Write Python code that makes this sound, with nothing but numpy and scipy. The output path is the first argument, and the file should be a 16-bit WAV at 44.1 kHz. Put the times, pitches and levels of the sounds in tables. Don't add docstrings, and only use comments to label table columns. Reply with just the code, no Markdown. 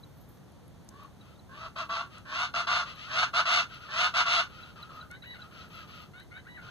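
import sys
import numpy as np
from scipy import signal
from scipy.fft import rfft, irfft
from scipy.io import wavfile
from scipy.ndimage import uniform_filter1d

SR = 44100
rng = np.random.default_rng(int(sys.argv[2]) if len(sys.argv) > 2 else 0)


def ratio_of_db(decibels):
    return 10 ** (np.asarray(decibels, float) / 20)


def file_out(sig):
    cols = np.atleast_2d(sig).T
    lim = np.clip(cols, -1, 1)
    pcm = np.round(lim * 32767).astype(np.int16)
    wavfile.write(sys.argv[1], SR, pcm)


N = 295470
HZ = np.maximum(np.fft.rfftfreq(N, 1 / SR), 1)


def rms_one(x):
    return x / np.sqrt(np.mean(x ** 2) + 1e-20)


def at_hz(points):
    return np.interp(np.log(HZ), np.log(np.array(points)[:, 0]), np.array(points)[:, 1])


def coloured(x, points):
    return irfft(rfft(x) * ratio_of_db(at_hz(points)), N)


def phrases(tables, level):
    t = np.arange(N) / SR
    s, *columns = np.transpose(np.concatenate(tables))
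    columns = [np.interp(t, s, c) for c in columns]
    sounding = sum((t > rows[0][0]) & (t < rows[-1][0]) for rows in tables) > 0
    columns[level] = ratio_of_db(columns[level]) * uniform_filter1d(sounding * 1.0, size=300)
    return columns


def notes(rows, shape):
    return [[(s + u * length, hz * ratio, db + rel_db, top_db) for u, ratio, rel_db in shape]
            for s, length, hz, db, top_db in rows]


def drift(rate_hz):
    r = np.exp(-2 * np.pi * rate_hz / SR)
    wander = signal.lfilter([1], [1, -2 * r, r * r], rng.standard_normal(N + 9000))
    return rms_one(wander[9000:])


def rings(x, hz, width_hz):
    turn = np.exp(2j * np.pi * np.cumsum(hz * np.ones(N)) / SR)
    r = np.exp(-np.pi * width_hz * 1.5 / SR)
    return rms_one(np.real(signal.lfilter([1], [1, -2 * r, r * r], x / turn) * turn))


def evened(x, share):
    return rms_one(x / (uniform_filter1d(x ** 2, size=900) + 1e-9) ** (share / 2))


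def placed(x, lead_ms, pan_db):
    sided = 1 / (1 + (785 / HZ) ** 2)
    half = ratio_of_db(pan_db * sided / 2) * np.exp(1j * np.pi * HZ * sided * lead_ms / 1000)
    return irfft(rfft(x) * np.array([half, 1 / half]), N)


def among_trees(x, level_db, t60):
    # frequency in Hz, gain in dB.
    scatter = [(500, -8), (1200, 0), (2500, 4), (8000, 6)]
    t = np.arange(SR // 2) / SR
    tail = rng.standard_normal((2, len(t))) * ratio_of_db(-60 * t / t60) * (t > .004)
    tail /= np.sqrt(np.sum(tail ** 2, axis=1, keepdims=True))
    return ratio_of_db(level_db) * signal.fftconvolve(coloured(x, scatter)[None], tail, axes=1)[:, :N]


def add(out, s, shape):
    i = round(s * SR)
    out[..., i:i + shape.shape[-1]] += shape[..., :N - i]


def air():
    # frequency in Hz, spectral density in dB per Hz.
    density = [(25, -110), (45, -83), (75, -74), (150, -75), (250, -81), (500, -89.5), (900, -97),
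               (1500, -102), (3000, -105), (6000, -110), (9000, -114), (14000, -116)]
    # frequency in Hz, left-right correlation at the ports.
    likeness = [(60, 0.48), (300, 0.63), (800, 0.42), (2000, 0.34)]
    shared, apart = rfft(rng.standard_normal((2, N))) * ratio_of_db(at_hz(density)) * np.sqrt(SR / 4)
    alike = np.clip(at_hz(likeness), -.99, .99)
    return irfft(np.sqrt(1 + alike) * shared + np.sqrt(1 - alike) * apart * [[1], [-1]], N)


def insect_hiss(flutter_db):
    # time in seconds, level in dB ahead of the side gains.
    buzz = [(0, -75.5), (.12, -75), (.38, -73), (.46, -91), (5.8, -78), (5.95, -77), (6.08, -76),
            (6.15, -103), (6.7, -83)]
    band = signal.butter(2, [11500, 14000], "band", fs=SR, output="sos")
    hiss = rms_one(signal.sosfilt(band, rng.standard_normal((2, N))))
    side_gain = ratio_of_db(np.array([[-3.0], [2.5]]))
    return phrases([buzz], level=0)[0] * ratio_of_db(flutter_db * drift(40.0)) * hiss * side_gain


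def snaps_and_knocks(decay_ms):
    # start in seconds, level in dB, left minus right in dB.
    cracks = [(.8895, -35.5, 2), (2.182, -44, -3), (5.113, -43.5, -15)]
    # start in seconds, level in dB, left minus right in dB.
    knocks = [(.374, -50, 6), (6.2, -42, 6)]
    out, t, sides = np.zeros((2, N)), np.arange(600) / SR, np.array([[.5], [-.5]])
    band = signal.butter(1, [5000, 8500], "band", fs=SR, output="sos")
    for s, level_db, pan_db in cracks:
        crack = signal.sosfilt(band, rng.standard_normal((2, 600)))
        add(out, s, ratio_of_db(level_db + pan_db * sides) * crack * np.exp(-t * 1000 / decay_ms))
    for s, level_db, pan_db in knocks:
        knock = signal.lfilter([.3], [1, -.75], rng.standard_normal(600))
        add(out, s, ratio_of_db(level_db + pan_db * sides) * knock * np.exp(-t * 770.0))
    return out


def whistles(rows, length_s, fall):
    out, u = np.zeros(N), np.linspace(0, 1, round(length_s * SR))
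    for s, peak_db, hz in rows:
        phase = 2 * np.pi * np.cumsum(hz * (1 + fall * (.5 - u))) / SR
        add(out, s - .003, ratio_of_db(peak_db) * np.sin(np.pi * u) ** 2 * np.sin(phase))
    return out


def insect_ticks():
    # time in seconds (3 ms after the start), peak in dB, middle pitch in Hz.
    ticks = [(0.2129, -59, 11600), (0.5197, -63, 11200), (0.6799, -59, 11200), (0.847, -62, 11200),
             (1.034, -60, 11600), (2.9567, -60.5, 11700), (3.7447, -61, 11250), (4.8254, -59, 11800),
             (5.7538, -60, 11400), (6.2342, -63, 11600)]
    return whistles(ticks, 0.0087, fall=0.07)


def small_bird():
    # time in seconds (3 ms after the start), peak in dB, middle pitch in Hz.
    chips = [(0.0323, -50, 3950), (1.209, -57.5, 3850), (1.356, -63.5, 3700), (1.391, -57, 4030),
             (2.9512, -53, 3960), (3.717, -58, 4040), (4.63, -47, 3930), (4.8254, -42, 3970),
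             (5.0096, -45.5, 3957), (5.2214, -48, 3900), (5.4176, -44, 3960), (5.6134, -51.5, 3950),
             (6.3949, -61, 3893), (6.5675, -72.5, 3990)]
    return whistles(chips, 0.018, fall=0.069)


def clear_voice(wobble, flutter_db, husk_db):
    # frequency in Hz, gain in dB.
    throat = [(600, -25), (1100, -18), (1500, 0), (2000, -3), (2300, -10), (3000, -11), (3400, -22),
              (3700, -14), (3920, -3), (4400, -26), (7000, -45)]
    # start in seconds, length in seconds, pitch in Hz, level in dB, fourth harmonic and up in dB.
    rising_notes = [(5.102, .083, 744.6, -49.5, -2), (6.135, 0.1, 743, -50, -1),
                    (6.310, .095, 735, -47, -7.5)]
    arched_notes = [(5.220, .155, 977, -47, -0.5), (6.450, .16, 976, -50, -9.5)]
    # share of the length, pitch ratio, level in dB.
    rising = [(0, .92, -7), (0.151, .97, -3), (0.701, 1.04, -1.5), (.8, 1.36, -7), (1, 1.4, -8)]
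    arched = [(0, .62, -14), (0.131, .77, -1.5), (.23, .995, -5.5), (0.731, 1.005, -3.5), (.82, .775, 1.5),
              (1, .69, -6)]
    tables = sorted(notes(rising_notes, rising) + notes(arched_notes, arched))
    pitch_hz, level, top_db = phrases(tables, level=1)
    phase = 2 * np.pi * np.cumsum(pitch_hz * (1 + wobble * drift(62.5))) / SR
    hz, throat_db = np.transpose(throat)
    tone = np.zeros(N)
    for k in range(1, 8):
        gain_db = np.interp(k * pitch_hz, hz, throat_db) + top_db * (k > 3) + flutter_db * drift(21.0)
        tone += ratio_of_db(gain_db) * np.sin(k * phase)
    roughness = np.where(pitch_hz < 900, 1.7, 1)
    return level * tone * (1 + ratio_of_db(husk_db) * roughness * drift(400.0))


def syllables(rows, release_db_per_s, upper_db, weakest_db):
    full_effort_db, tiring_db_per_s, attack_db_per_s = -27, 24.5, 2600
    start, length, peak_db, swell_db, hz, rasp_db = np.transpose(rows)[:, :, None]
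    since = np.arange(N) / SR - start
    u = np.clip(since / length, 0, 1)
    fallen_db = release_db_per_s * np.maximum(since - length, 0)
    building_db = -swell_db * (1 - u) ** (1.1 + 12 / (np.abs(swell_db) + 3.0))
    effort_db = peak_db + building_db - tiring_db_per_s * u * length - fallen_db
    effort_db += attack_db_per_s * np.minimum(since, 0)
    now = np.argmax(effort_db, axis=0), np.arange(N)
    fallen_db = np.minimum(fallen_db[now], 30)
    short_db = np.clip(peak_db[now[0], 0] - full_effort_db, -weakest_db, 0)
    rasp_db = (rasp_db - 3 * (2 * u - 1) ** 2)[now] - 0.05 * fallen_db
    upper_db = upper_db + 0.52 * short_db + 0.12 * fallen_db
    building_db = np.clip(building_db[now] + 2.5, -18, 0)
    controls = building_db, fallen_db, short_db, hz[now[0], 0] * 1.0, upper_db, rasp_db
    return [ratio_of_db(effort_db[now])] + [uniform_filter1d(c, size=200) for c in controls]


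def hoarse_voice(controls, pitch_hz, sag, ring_sag, wander, jitter, uneven_db, breath, chest_db):
    # frequency in Hz, relative gain in dB.
    rasp = [(1300, -36), (1750, 7.5), (2400, 9), (2800, 10.5), (3500, 3.5), (4400, 1.5), (5200, -3),
            (6500, -9), (7400, -20), (9500, -26), (11500, -28.5), (14000, -46)]
    effort, building_db, fallen_db, short_db, lower_hz, upper_db, rasp_db = controls
    slack = (1 + .007 * short_db) * (1 + sag * building_db)
    pitch = pitch_hz * slack * (1 + .015 * drift(25.0))
    cycles = np.cumsum(pitch * (1 + jitter * drift(150.0))) / SR
    closing = np.diff(np.floor(cycles), prepend=0) > 0
    strength = ratio_of_db(uneven_db * drift(250.0) + 0.49 * drift(68.0))
    leak = rng.standard_normal(N) * (1 + np.cos(2 * np.pi * cycles)) * strength
    source = rms_one(closing * strength) + breath * rms_one(leak)
    lower_hz = lower_hz * (1 + ring_sag * (building_db - 0.13 * fallen_db)) * (1 + wander * drift(29.57))
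    upper_hz = 1435 * (1 + wander * drift(26.0))
    lower = evened(rings(source, lower_hz, 80), share=0.38)
    skirt = rings(source, 1067.0, 121.0)
    broad = rings(source, 1544.0, 263.0)
    chest = evened(rings(source, .96 * pitch, 75), share=0.089)
    upper = evened(rings(source, upper_hz, 80), share=0.52)
    voice = ratio_of_db(-2.0 + 0.56 * building_db) * lower
    voice += ratio_of_db(-12.5 - 0.12 * short_db) * skirt
    voice += ratio_of_db(upper_db - 2.5 - 0.56 * building_db - 0.49 * short_db) * broad
    voice += ratio_of_db(chest_db + 0.1 * building_db - 0.53 * fallen_db) * chest
    voice += ratio_of_db(upper_db + 1.0 * building_db) * upper
    voice += ratio_of_db(rasp_db) * evened(coloured(source, rasp), share=0.3)
    return effort * voice


def far_birds():
    # start in seconds, length in seconds, peak effort in dB, effort gained on the way in dB,
    # lower throat ring in Hz, beak rasp in dB against the effort.
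    answers = [(1.200, .14, -65, 5.966, 1230, -4), (2.100, .08, -52, 12, 1179, -4.5),
               (2.860, .06, -48.5, 2, 1270, -1.5), (2.960, .115, -48, 9, 1291, -1),
               (3.695, 0.078, -50.5, 6, 1340, -3), (3.805, .08, -52, 2.4, 1299, -5),
               (4.500, .21, -53.5, 4, 1365, -4), (4.760, .10, -51, 2, 1288, -9),
               (4.895, .14, -49.5, 1.2, 1286, -11), (5.385, .08, -54.5, 0.64, 1426, -8.5),
               (5.510, .14, -51, 9, 1364, -4.5), (5.700, .135, -50.5, 7, 1292, -4),
               (5.875, .165, -53, 5, 1254, -3), (6.615, .10, -49.5, 6, 1328, -8)]
    # frequency in Hz, gain in dB.
    far_loss = [(500, 14), (1000, -3.5), (3000, 4), (6000, 1.5), (12000, 3)]
    controls = syllables(answers, release_db_per_s=350, upper_db=-10.5, weakest_db=0)
    hoarse = hoarse_voice(controls, pitch_hz=655, sag=0.012, ring_sag=0.0075, wander=0.071,
                          jitter=.06, uneven_db=-0.5, breath=0.73, chest_db=-22)
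    return coloured(hoarse, far_loss) + clear_voice(wobble=.005, flutter_db=2.5, husk_db=-13.0)


def near_bird():
    # start in seconds, length in seconds, peak effort in dB,
    # effort gained on the way in dB, lower throat ring in Hz, beak rasp in dB against the effort.
    honks = [(.910, .14, -50.5, 20, 1150, -7), (1.495, 0.17, -38, 24, 1204, -6),
             (1.763, 0.059, -35, 6, 1160, -4), (1.896, 0.12, -33, 4, 1178, -5.5),
             (2.255, .19, -26, 30, 1213, -1.5), (2.542, 0.071, -29, 6, 1219, -3),
             (2.672, 0.14, -28, 4.5, 1193, -2.5), (3.085, .15, -23, 23, 1265, -1.5),
             (3.338, 0.064, -25, 7.5, 1250, -3), (3.455, 0.15, -25.5, 8, 1228, 0.5),
             (3.890, .17, -22, 26, 1243, -0.5), (4.141, .072, -24, 9.5, 1238, -1),
             (4.258, 0.15, -26, 6.5, 1220, 0)]
    controls = syllables(honks, release_db_per_s=400, upper_db=-5, weakest_db=20)
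    return hoarse_voice(controls, pitch_hz=710.6, sag=.009, ring_sag=0.0062, wander=0.013,
                        jitter=.036, uneven_db=2.2, breath=.85, chest_db=-11.5)


def scene():
    near, far = near_bird(), far_birds()
    small = small_bird() + insect_ticks()
    out = placed(near, lead_ms=.25, pan_db=6) + among_trees(near, level_db=-5, t60=.08)
    out += placed(far, lead_ms=.25, pan_db=14) + among_trees(far, level_db=-6, t60=.14)
    out += placed(small, lead_ms=.02, pan_db=-1.5) + snaps_and_knocks(decay_ms=2.0)
    return ratio_of_db(-0.5) * out + air() + insect_hiss(flutter_db=4.0)


def low_pass(x):
    return signal.sosfilt(signal.butter(12, 14670, fs=SR, output="sos"), x)


def record(dry):
    # frequency in Hz, share fed across.
    cross_share = [(200, 0.16), (700, 1), (1300, 0.82), (2500, 0.37), (5000, 0.5), (9000, 0.53),
                   (14000, 0.11)]
    cross_ms, cutoff_hz = 0.39, 14250
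    across = np.clip(at_hz(cross_share), 0, .95) * np.exp(-2j * np.pi * HZ * cross_ms / 1000)
    wide = irfft((rfft(dry) - rfft(dry[::-1]) * across) * (HZ < cutoff_hz), N)
    return low_pass(wide)


dry = scene()
out = record(dry)
file_out(out)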